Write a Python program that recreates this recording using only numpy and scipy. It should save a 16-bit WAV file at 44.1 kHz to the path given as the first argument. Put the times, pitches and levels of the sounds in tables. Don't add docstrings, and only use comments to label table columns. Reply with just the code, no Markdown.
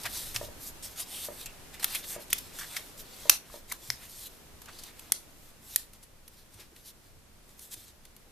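import sys
import numpy as np
from scipy import signal
from scipy.fft import rfft, irfft
from scipy.io import wavfile
from scipy.ndimage import uniform_filter1d

SR = 44100
rng = np.random.default_rng(int(sys.argv[2]) if len(sys.argv) > 2 else 0)


def dump(signal):
    limited = np.clip(np.atleast_2d(signal).T, -1, 1)
    pcm = np.round(limited * 32767).astype(np.int16)
    wavfile.write(sys.argv[1], SR, pcm)


def level_to_linear(level):
    exponent = np.asarray(level, float) / 20
    return 10 ** exponent


N = 366471
CUTOFF_HZ = 14100


def rms_one(x):
    return x / np.sqrt(np.mean(x ** 2) + 1e-20)


def in_time(rows):
    s, values = np.transpose(rows)
    return np.interp(np.arange(N) / SR, s, values)


def at_hz(points, hz):
    point_hz, values = np.transpose(points)
    return np.interp(np.log(hz), np.log(point_hz), values)


def drift(rate):
    r = np.exp(-80 * np.pi * rate / SR)
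    slow = signal.lfilter([1], [1, -2 * r, r * r], rng.standard_normal(N // 40 + 2002))[2000:]
    return np.interp(np.arange(N) / 40, np.arange(len(slow)), rms_one(slow))


def shaped(x, spectrum):
    hz = np.maximum(np.fft.rfftfreq(N, 1 / SR), 1)
    low_end = np.minimum(1, hz / spectrum[0][0]) ** 3
    return rms_one(irfft(rfft(x) * level_to_linear(at_hz(spectrum, hz)) * low_end, N))


def peak(x, hz, width_hz):
    r = np.exp(-np.pi * width_hz / SR)
    top = (1 - r * r) / 2 * np.array([1, 0, -1])
    return signal.lfilter(top, [1, -2 * r * np.cos(2 * np.pi * hz / SR), r * r], x)


def high_pass(x, order, hz):
    return signal.sosfilt(signal.butter(order, hz, "high", fs=SR, output="sos"), x)


def low_pass(x, order, hz):
    return signal.sosfilt(signal.butter(order, hz, "low", fs=SR, output="sos"), x)


def stereo_noise(spectrum):
    # (f/Hz, likeness 0 to 1)
    likeness = [(30, 0.88), (130, 0.407), (600, 0.45), (3000, 0.1), (14000, 0.08)]
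    alike = np.clip(at_hz(likeness, np.maximum(np.fft.rfftfreq(N, 1 / SR), 1)), 0, 1)
    mid, side = rfft(rng.standard_normal((2, N)))
    both = np.sqrt(1 + alike) * mid + np.sqrt(1 - alike) * side * [[1], [-1]]
    return shaped(irfft(both, N), spectrum)


def room_noise():
    # (f/Hz, level/dB per Hz)
    floor_colour = [(71, -18.5), (120, -6), (250, -4.5), (550, -8), (765, -11), (2110, -15.5), (6000, -18),
                    (14000, -18.5)]
    # (t/s, level/dB)
    calming = [
        (0, -53.5),
        (.83, -54),
        (.95, -57),
        (1.7, -55),
        (3.3, -55.5),
        (3.4, -60),
        (4.9, -58),
        (6.1, -63.5),
        (8.31, -63),
    ]
    return level_to_linear(in_time(calming) + 5.0 + 0.28 * drift(11.5)) * stereo_noise(floor_colour)


def table_rumble():
    # (f/Hz, level/dB per Hz)
    rumble_colour = [(8.8, -27.5), (15, 12), (48, -4.5), (70, 0.5), (134, -9.5), (160, -11), (210, -50),
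                     (350, -120)]
    # (t/s, level/dB)
    leaning = [(0, -64), (.1, -51), (.39, -48), (.51, -50), (1.16, -57.5), (1.67, -52), (1.83, -61),
               (1.96, -51), (2.24, -61), (2.36, -51), (2.5, -55.5), (3.66, -58), (3.82, -58), (5.0, -58.5),
               (6.43, -61.5), (7.17, -59.5), (7.8, -61.5), (8.0, -62)]
    return level_to_linear(in_time(leaning) + 2.0 * drift(10.0)) * stereo_noise(rumble_colour)


def motor_hum():
    # (f/Hz, level/dB rms)
    tones = [(30, -71), (60, -68.5), (90, -74.5), (120, -71.5), (150, -75.5), (210, -73)]
    t = np.arange(N) / SR
    return sum(level_to_linear(db + 1.0 + 2.0 * drift(3.77)) * np.sin(2 * np.pi * hz * t) for hz, db in tones)


def thumps():
    # (t/s, peak level/dB, f/Hz)
    landings = [
        (0.037, -43.5, 113),
        (0.351, -37.5, 111.3),
        (3.886, -41, 121),
        (6.545, -48.5, 100.3),
        (7.763, -49.5, 95),
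    ]
    out = np.zeros(N)
    for s, peak_db, hz in landings:
        t = np.maximum(np.arange(N) / SR - s, 0)
        out += level_to_linear(peak_db - 60 * t / 0.24) * (1 - np.exp(-t / 0.0054)) * np.sin(2 * np.pi * hz * t)
    return out


def knocks():
    # (t/s, peak level/dB)
    blows = [
        (0.413, -36),
        (0.486, -46.5),
        (1.2856, -37.5),
        (2.1629, -38.5),
        (3.255, -39.5),
        (3.541, -43.5),
    ]
    # (f/Hz, level/dB, time to fall by 60 dB/s)
    modes = [(598, -1.5, 0.034), (645, -5, 0.034), (476, -9, 0.09), (367, -7, 0.11), (243, -9, .09),
             (790, -11, 0.039), (1220, -7.5, 0.029), (931, -5, .06), (1820, -3, .03)]
    s, peak_db = np.transpose(blows)
    at, out = np.round(s * SR).astype(int), np.zeros(N)
    for hz, level_db, t60 in modes:
        clicks = np.full(N, 1e-18)
        clicks[at] = level_to_linear(peak_db + level_db + rng.normal(0, 1.5, len(at)))
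        clicks[at + 76] = 0.64 * clicks[at]
        clicks[at + 790] = -.5 * clicks[at]
        clicks[at + 1500] = .3 * clicks[at]
        r, w = level_to_linear(-60 / (t60 * SR)), 2 * np.pi * hz / SR
        out += signal.lfilter([0, np.sin(w)], [1, -2 * r * np.cos(w), r * r], clicks)
    return peak(signal.lfilter([.1], [1, -.9], out), 540, 900) * 1.72


def room(x):
    t = np.arange(SR // 2) / SR
    mid, side = rng.standard_normal((2, len(t))) * (1 - np.exp(-t / 0.014))
    tail = (mid + side * [[1], [-1]]) * level_to_linear(-60 * t / 0.22)
    dull = low_pass(tail, 1, 9800)
    tail = dull + .5 * (tail - dull) * level_to_linear(-200 * t)
    tail = tail / np.sqrt(np.sum(tail ** 2) / 2)
    return signal.fftconvolve(x[None], tail, axes=1)[:, :N]


def pressure(s, swell_s, fade_s, db):
    out, t = np.zeros(N), np.arange(N) / SR
    for at, up, down, gain in zip(s, np.maximum(swell_s, .004), np.maximum(fade_s, .004), level_to_linear(db)):
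        near = slice(max(int((at - up) * SR), 0), int((at + down) * SR) + 1)
        out[near] += gain * np.interp(t[near], [at - up, at, at + down], [0, 1, 0])
    return out


def fibres(per_s, spread_db):
    sizes = level_to_linear(spread_db * np.minimum(rng.exponential(1, N), 5)) * rng.choice([-1, 1], N)
    slips = sizes * (rng.random(N) < per_s / SR)
    return rms_one(slips) * .5 + rng.standard_normal(N)


def bending(x, depth_db):
    spec = signal.stft(x, nperseg=512)[2]

    def patches(frames, bins):
        chance = uniform_filter1d(rng.standard_normal(spec.shape), size=frames, axis=1)
        return rms_one(uniform_filter1d(chance, size=bins, axis=0))

    field = patches(12, 2) + 0.23 * patches(20, 20)
    return rms_one(signal.istft(spec * level_to_linear(depth_db * field), nperseg=512)[1][:N])


def slide():
    # (f/Hz, level/dB per Hz)
    hiss_colour = [(1500, -14.5), (2500, -2), (3500, 10.5), (5000, 6), (7000, 1), (9000, 2), (11500, 0.5),
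                   (13000, 6), (14200, 0)]
    # (f/Hz, level/dB per Hz)
    drum_colour = [(300, -28), (700, -1.5), (1200, -5), (2000, -2), (2800, -2.5), (4500, -29)]
    # (full pressure t/s, swell/s, fade/s, rub level/dB, dry fingertip hiss over
    # it/dB)
    finger_strokes = [(0.0, .01, 0.036, -47, -3), (.03, 0.039, 0.044, -57, 13.5), (.06, 0.025, 0.019, -44, -13),
                      (.175, 0.13, 0.24, -42.5, 8), (.359, 0.021, 0.031, -44.5, 8), (.451, 0.094, 0.035, -47, 6.5),
                      (0.683, 0.12, 0.036, -49.5, 12), (.845, 0.017, 0.058, -43.5, 6.5),
                      (.92, 0.032, 0.051, -51.5, 6), (1.003, 0.051, 0.045, -39.5, 6.5),
                      (1.133, 0.11, 0.076, -47, 6), (1.256, 0.13, 0.03, -44.5, 9), (1.425, 0.23, 0.054, -55, 11.5),
                      (1.742, 0.02, 0.042, -51, -2), (1.798, 0.0046, 0.049, -49, 3), (1.83, .005, 0.037, -46, 11),
                      (1.828, 0.044, 0.4, -49, 5.5), (1.949, 0.086, 0.072, -44.5, 7),
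                      (2.122, 0.084, 0.055, -47, 14), (2.223, 0.033, 0.028, -51.5, 8.5),
                      (2.315, 0.02, 0.11, -43.5, -4), (2.407, 0.11, 0.27, -55, 5), (2.602, 0.08, 0.099, -46.5, 7),
                      (2.765, 0.11, 0.066, -46, 7.5), (2.85, 0.053, 0.13, -54, 5.5),
                      (3.001, 0.034, 0.034, -50.5, 9.5),
                      (3.273, 0.27, 0.043, -48, 2), (3.313, 0.021, 0.069, -36.5, 6),
                (3.564, 0.12, 0.058, -52.5, 7), (3.716, 0.044, 0.06, -49, 6), (3.887, 0.13, 0.13, -51, 7),
                (4.035, 0.064, 0.045, -52, -1), (4.27, 0.29, 0.014, -49, 9.5),
                (4.3, 0.032, 0.15, -62.5, 8.5), (4.641, 0.067, 0.062, -64, 3),
                (4.749, 0.085, 0.061, -54, 1.5), (4.869, 0.12, .056, -51, 0.5),
                (5.001, 0.057, 0.12, -61.5, 7), (5.136, 0.11, 0.064, -61, -7), (5.192, 0.068, 0.07, -63, 5),
                (5.503, 0.26, 0.031, -68, 11), (5.691, 0.088, 0.06, -58, 12),
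                (5.743, 0.061, 0.12, -49, 4.5),
                      (5.946, 0.025, 0.036, -60, 5.5), (6.034, 0.025, 0.034, -64.5, 9),
                 (6.287, .028, 0.087, -75, -2), (6.389, 0.1, 0.074, -60, 3.5),
                 (6.541, 0.046, 0.077, -63, 6), (6.605, 0.048, 0.08, -56, 2), (6.765, 0.023, 0.14, -62, 6),
                 (6.878, 0.045, 0.048, -52.5, 7), (7.082, 0.19, 0.058, -69.5, 5),
                 (7.507, 0.056, 0.1, -66.5, 7.5), (7.627, 0.063, 0.095, -57.5, 13),
                 (7.734, 0.033, 0.024, -46.5, 9.5), (7.774, 0.036, 0.11, -55, 8),
                 (7.898, 0.14, 0.026, -60, 3), (8.058, .036, 0.036, -63.5, -4)]
    # (t/s, swell/s, fade/s, drumming level/dB)
    flaps = [(.06, 0.023, 0.016, -33), (.359, 0.026, 0.032, -44.5), (1.46, 0.16, 0.086, -63),
             (1.828, 0.1, 0.26, -51), (2.15, 0.067, 0.1, -49), (2.602, 0.21, 0.06, -57),
             (2.766, 0.096, 0.098, -51), (3.312, 0.04, 0.061, -49), (3.716, 0.031, 0.052, -51),
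             (4.035, 0.097, 0.071, -58), (4.689, 0.03, 0.03, -47), (4.9, 0.05, 0.11, -64.5),
             (6.605, 0.038, 0.069, -57.5)]
    # (t/s, drumming level/dB)
    restless = [(0, -56), (.55, -72), (.8, -81), (.95, -59), (1.6, -61), (2.3, -79.5), (3.1, -72),
                (3.45, -59), (3.65, -72), (3.8, -73), (4.55, -81), (5.05, -61), (5.3, -77), (5.56, -69),
                (5.88, -71), (6.2, -79), (7.4, -78), (8.31, -73)]
    s, swell_s, fade_s, rub_db, dry_db = np.transpose(finger_strokes)
    rest = level_to_linear(in_time(restless))
    strokes = pressure(s, swell_s, fade_s, rub_db)
    rub = strokes + level_to_linear(-18.5) * rest
    dry_rub = pressure(s, swell_s, fade_s, rub_db + dry_db) + level_to_linear(-11.5) * rest
    drumming = rest + level_to_linear(-10) * strokes + pressure(*np.transpose(flaps))
    hiss = bending(shaped(fibres(6000, spread_db=-1.5), hiss_colour), depth_db=3.0)
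    upper = rms_one(high_pass(hiss, 4, 7300))
    lower = rms_one(low_pass(hiss, 4, 7300))
    drum = bending(shaped(fibres(1500, spread_db=1.5), drum_colour), depth_db=2.0)
    grip = level_to_linear(-3.5 + 0.85 * drift(22.0) + 0.96 * drift(140.0))
    return grip * (dry_rub * upper + rub * lower + drumming * drum)


def singing():
    # (t/s, swell/s, fade/s, level/dB, f/Hz)
    songs = [(.06, 0.015, 0.013, -36.5, 2300), (.17, 0.061, .08, -44.5, 4570),
             (1.15, 0.076, 0.16, -49.5, 3200), (1.24, 0.11, .03, -50, 3600),
             (1.15, 0.092, 0.15, -44.5, 8800), (1.42, 0.061, 0.039, -49.5, 3830),
             (1.83, .005, .02, -42, 1710), (1.958, .02, 0.016, -37, 3350), (1.96, 0.047, .012, -41, 2540),
             (2.042, 0.017, .01, -44, 3600), (2.594, .007, .012, -45, 5600),
             (2.615, 0.013, 0.018, -44, 1500), (2.64, 0.024, 0.018, -45.5, 1790),
             (2.75, .015, .012, -48, 1740), (3.32, .02, 0.067, -42, 5800),
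             (3.717, 0.0037, 0.0034, -36.5, 2080), (4.69, .02, .03, -57, 1500),
             (5.15, 0.016, .05, -49, 4500), (.85, .02, .03, -46, 8800), (1.005, .02, 0.027, -35, 9950),
             (1.47, .01, 0.061, -51.5, 2600), (2.592, 0.0046, 0.023, -48, 1700),
             (4.79, .01, .015, -51, 4970), (6.599, 0.012, 0.028, -54.5, 348), (6.72, .01, 0.031, -56, 343),
             (7.77, 0.01, 0.038, -54.5, 306)]
    white, out = rng.standard_normal(N), np.zeros(N)
    for s, up, down, db, hz in songs:
        out += pressure([s], [up], [down], [db]) * rms_one(peak(white, hz, 0.15 * hz))
    return out


def ringing(rows):
    out = np.zeros(N)
    t = np.arange(1323) / SR
    for s, peak_db, hz, width_hz in rows:
        i = round(s * SR)
        shape = level_to_linear(peak_db) * np.minimum(1, t / 0.0001) * np.exp(-np.pi * width_hz * t)
        out[i:i + 1323] += shape * np.sin(2 * np.pi * hz * t)
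    out = high_pass(out, 2, 700)
    return out * level_to_linear([[.5], [-.5]]) + level_to_linear(-14) * np.roll(out, 9) * [[1], [-1]]


def settling():
    # (t/s, peak level/dB)
    crease_ticks = [
        (6.4597, -54),
        (7.0579, -61),
        (7.1232, -56.5),
        (7.1904, -53),
        (7.2569, -54),
        (7.3901, -60),
        (7.457, -54),
    ]
    return ringing([(s, db, 8000, 330) for s, db in crease_ticks])


def pings():
    # (t/s, peak level/dB, f/Hz, resonance width/Hz)
    panels = [(0.035, -14, 11000, 3000), (.3453, -15, 11000, 3000), (0.3638, -13, 2800, 900),
              (0.3616, -7, 5500, 1500), (1.9505, -22, 11500, 2500), (2.7671, -22, 2150, 550),
              (2.7672, -26, 5400, 1200), (5.121, -0.5, 6160, 1400), (5.124, -12, 7500, 1500),
              (5.7625, -17.5, 4180, 460), (5.7615, -18, 5080, 350), (5.761, -22.5, 1850, 320),
              (5.7608, -18, 6830, 380), (5.7606, -16, 8700, 500), (5.762, -17.5, 16000, 700),
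              (5.1212, -20, 1900, 350), (5.1212, -19, 3440, 500), (5.1225, -17, 4400, 500),
              (5.1225, -16, 8360, 500), (5.1212, -9, 16000, 830), (1.8435, -17.5, 1900, 700),
              (2.329, -18, 8000, 600), (2.329, -21, 4800, 500), (3.2964, -4, 5680, 400),
              (3.297, -17, 1400, 300), (2.329, -20, 2100, 340), (2.329, -19, 3200, 1200),
              (3.9022, -20, 1950, 250), (1.8436, -2, 13000, 1500), (1.8459, -12, 3450, 705),
              (2.3293, -23.5, 12600, 2000), (3.297, 4, 11650, 908), (3.2965, 2.5, 14000, 820),
              (3.2973, -1.5, 4590, 720), (3.2967, -15.5, 1110, 252), (3.2963, -2.5, 7700, 900),
              (3.2984, -17, 3350, 310), (3.7212, -29.5, 1060, 190), (3.9024, -4.5, 5300, 990),
              (3.9024, -20, 2200, 346), (3.5, -38, 1130, 250), (5.12115, 7, 10300, 2200),
              (5.7601, 9.5, 11800, 3200), (5.7611, -6, 12000, 1500), (5.1, -39, 840, 270)]
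    return ringing(panels)


def buckles(table, build_s, hold, flip):
    out = np.zeros((2, N + 4410))
    t = np.arange(4410) / SR
    for s, peak_db, panel_hz, sheet_hz, sheet_db, t60 in table:
        white, other, aside = rng.standard_normal((3, 4410))
        fall = level_to_linear(-60 * np.maximum(t - build_s - hold * t60, 0) / max(t60, .004))
        rise = np.minimum(1, t / build_s) ** 2
        shape = rise * fall * (1 + flip * np.exp(-((t - build_s) / 0.00023) ** 2))
        crack = signal.lfilter([1, -1], [1, -.6], white * shape * fall ** 0.35)
        crack += 1.46 * peak(white * shape, panel_hz, 0.16 * panel_hz)
        body = peak(other * shape, sheet_hz, 510) + 0.17 * peak(other * shape, 3000, 2107)
        side = level_to_linear(-5.5) * signal.lfilter([1, -1], [1, -.55], aside * shape)
        burst = crack + level_to_linear(sheet_db + 22.0) * body + side * [[1], [-1]]
        i = round(s * SR)
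        out[:, i:i + 4410] += level_to_linear(peak_db - 1.0) * burst / np.abs(burst.mean(axis=0)).max()
    return out[:, :N]


def soft_rolls():
    # (t/s, peak level/dB, panel f/Hz, sheet level over panel/dB, time to fall by 60 dB/s)
    rolls = [(0.049, -22.5, 3060, -7.5, 0.069), (1.736, -33.5, 3480, -9, 0.041),
             (1.943, -17, 11300, -15, 0.047), (2.297, -25, 12000, -37, 0.028),
             (2.376, -24, 12100, -39, 0.042), (2.759, -22, 5460, -10.5, 0.029),
             (2.034, -31, 3650, -12, 0.05), (2.609, -32, 3410, -4, 0.16), (3.714, -21, 12400, -35, 0.017),
             (4.679, -37.5, 3350, 3, 0.05), (4.782, -34, 4470, -44, 0.065),
             (6.0235, -41, 10500, -27, 0.056), (6.592, -39.5, 4980, -20, 0.11),
             (7.71, -39, 7100, -27, 0.06), (7.733, -27.5, 9700, -29, 0.022)]
    rows = [(s, db, hz, 1500 - 51 * sheet_db, sheet_db, t60) for s, db, hz, sheet_db, t60 in rolls]
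    return buckles(rows, build_s=0.0067, hold=0.13, flip=0)


def sharp_cracks():
    # (t/s, peak level/dB, panel f/Hz, sheet f/Hz, sheet level over panel/dB)
    loud_cracks = [(0.033, -26.5, 5000, 2030, -31), (0.3443, -24.5, 8240, 2510, -16),
                   (0.3609, -20, 5000, 2320, -17), (0.825, -29, 8800, 2050, -41),
                   (1.4577, -23, 7460, 2570, -16), (1.827, -22, 3500, 1590, -13),
                   (1.842, -7.5, 13100, 1920, -13), (2.3282, -6, 13300, 3100, -16.5),
                   (2.5869, -24.5, 5740, 1660, -15), (2.767, -22, 5460, 2000, -14),
                   (3.2948, 3.5, 5760, 1550, -29.5), (3.7208, -17.5, 12600, 1330, -18),
                   (3.9011, -13.5, 5100, 1980, -16), (5.1196, -12, 10100, 2030, -17),
                   (5.7592, -11, 11500, 1930, -30)]
    # (t/s, peak level/dB, panel f/Hz, sheet f/Hz, sheet level over panel/dB)
    ticks = [(0.9595, -37, 9000, 2000, -30), (1.41, -29, 4000, 2500, -28), (2.2024, -38, 8950, 2000, -30),
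             (2.2807, -36, 9000, 2000, -30), (2.9756, -39, 8000, 2000, -30), (3.698, -30, 8000, 2000, -30),
             (1.796, -31, 5020, 1520, -11), (4.0945, -32, 10000, 2780, -29),
             (4.617, -32.5, 12300, 1060, -15), (4.657, -34, 3040, 1790, -28), (4.8352, -25, 7300, 985, -21),
             (4.993, -29.5, 10170, 990, -28), (5.9326, -38, 12450, 984, -25),
             (6.278, -34.5, 13500, 1450, -25), (6.541, -41, 8430, 2370, -20.5),
             (6.762, -36, 4090, 1854, -13), (7.4909, -42.5, 9300, 2090, -24),
             (7.592, -34.5, 10200, 1360, -28), (7.8803, -39, 7400, 1795, -25),
             (8.0512, -34.5, 4300, 1180, -30), (8.1638, -33.5, 12570, 1840, -29)]
    rows = [(*row, 0.022 + .006 * max(-17 - row[1], 0)) for row in loud_cracks]
    rows += [(*row, 0.024) for row in ticks]
    return buckles(rows, build_s=0.00128, hold=0.1, flip=1.2)


def scene():
    far = knocks()
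    rub = slide() + singing()
    cracks = sharp_cracks() + pings() + settling() + soft_rolls()
    width = level_to_linear(-9.5) * high_pass(np.roll(rub, 331), 2, 3500) * [[1], [-1]]
    echo = room(level_to_linear(-15.5) * cracks.mean(axis=0) + level_to_linear(-10.0) * far)
    background = room_noise() + table_rumble() + motor_hum()
    cut = signal.ellip(12, .5, 75, CUTOFF_HZ, fs=SR, output="sos")
    soft = signal.sosfilt(cut, background + thumps() + far + echo + rub + width + cracks)
    return soft + level_to_linear(-32.0) * cracks * (np.abs(cracks) > .09)


def starved_top(x):
    band_starts = [12400, 13000, 13700]
    gates = [-90.5, -90, -89.5]
    hz, _, spec = signal.stft(x, fs=SR, nperseg=1024)
    for low, high, gate_db in zip(band_starts, band_starts[1:] + [CUTOFF_HZ], gates):
        band = (hz >= low) & (hz < high)
        power = uniform_filter1d(np.mean(np.abs(spec[:, band]) ** 2, axis=(0, 1)), size=5)
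        dropped = hz >= low if high == CUTOFF_HZ else band
        spec[:, dropped] *= np.where(power > level_to_linear(2 * gate_db), 1, .03)
    return signal.istft(spec, nperseg=1024)[1][:, :N]


def top_cut(x):
    return signal.sosfilt(signal.butter(12, 16380, fs=SR, output="sos"), x)


def record(dry):
    shaved = high_pass(dry - np.clip(dry, -.97, .97), 2, 600)
    return top_cut(starved_top(dry - shaved))


dry = scene()
out = record(dry)
dump(out)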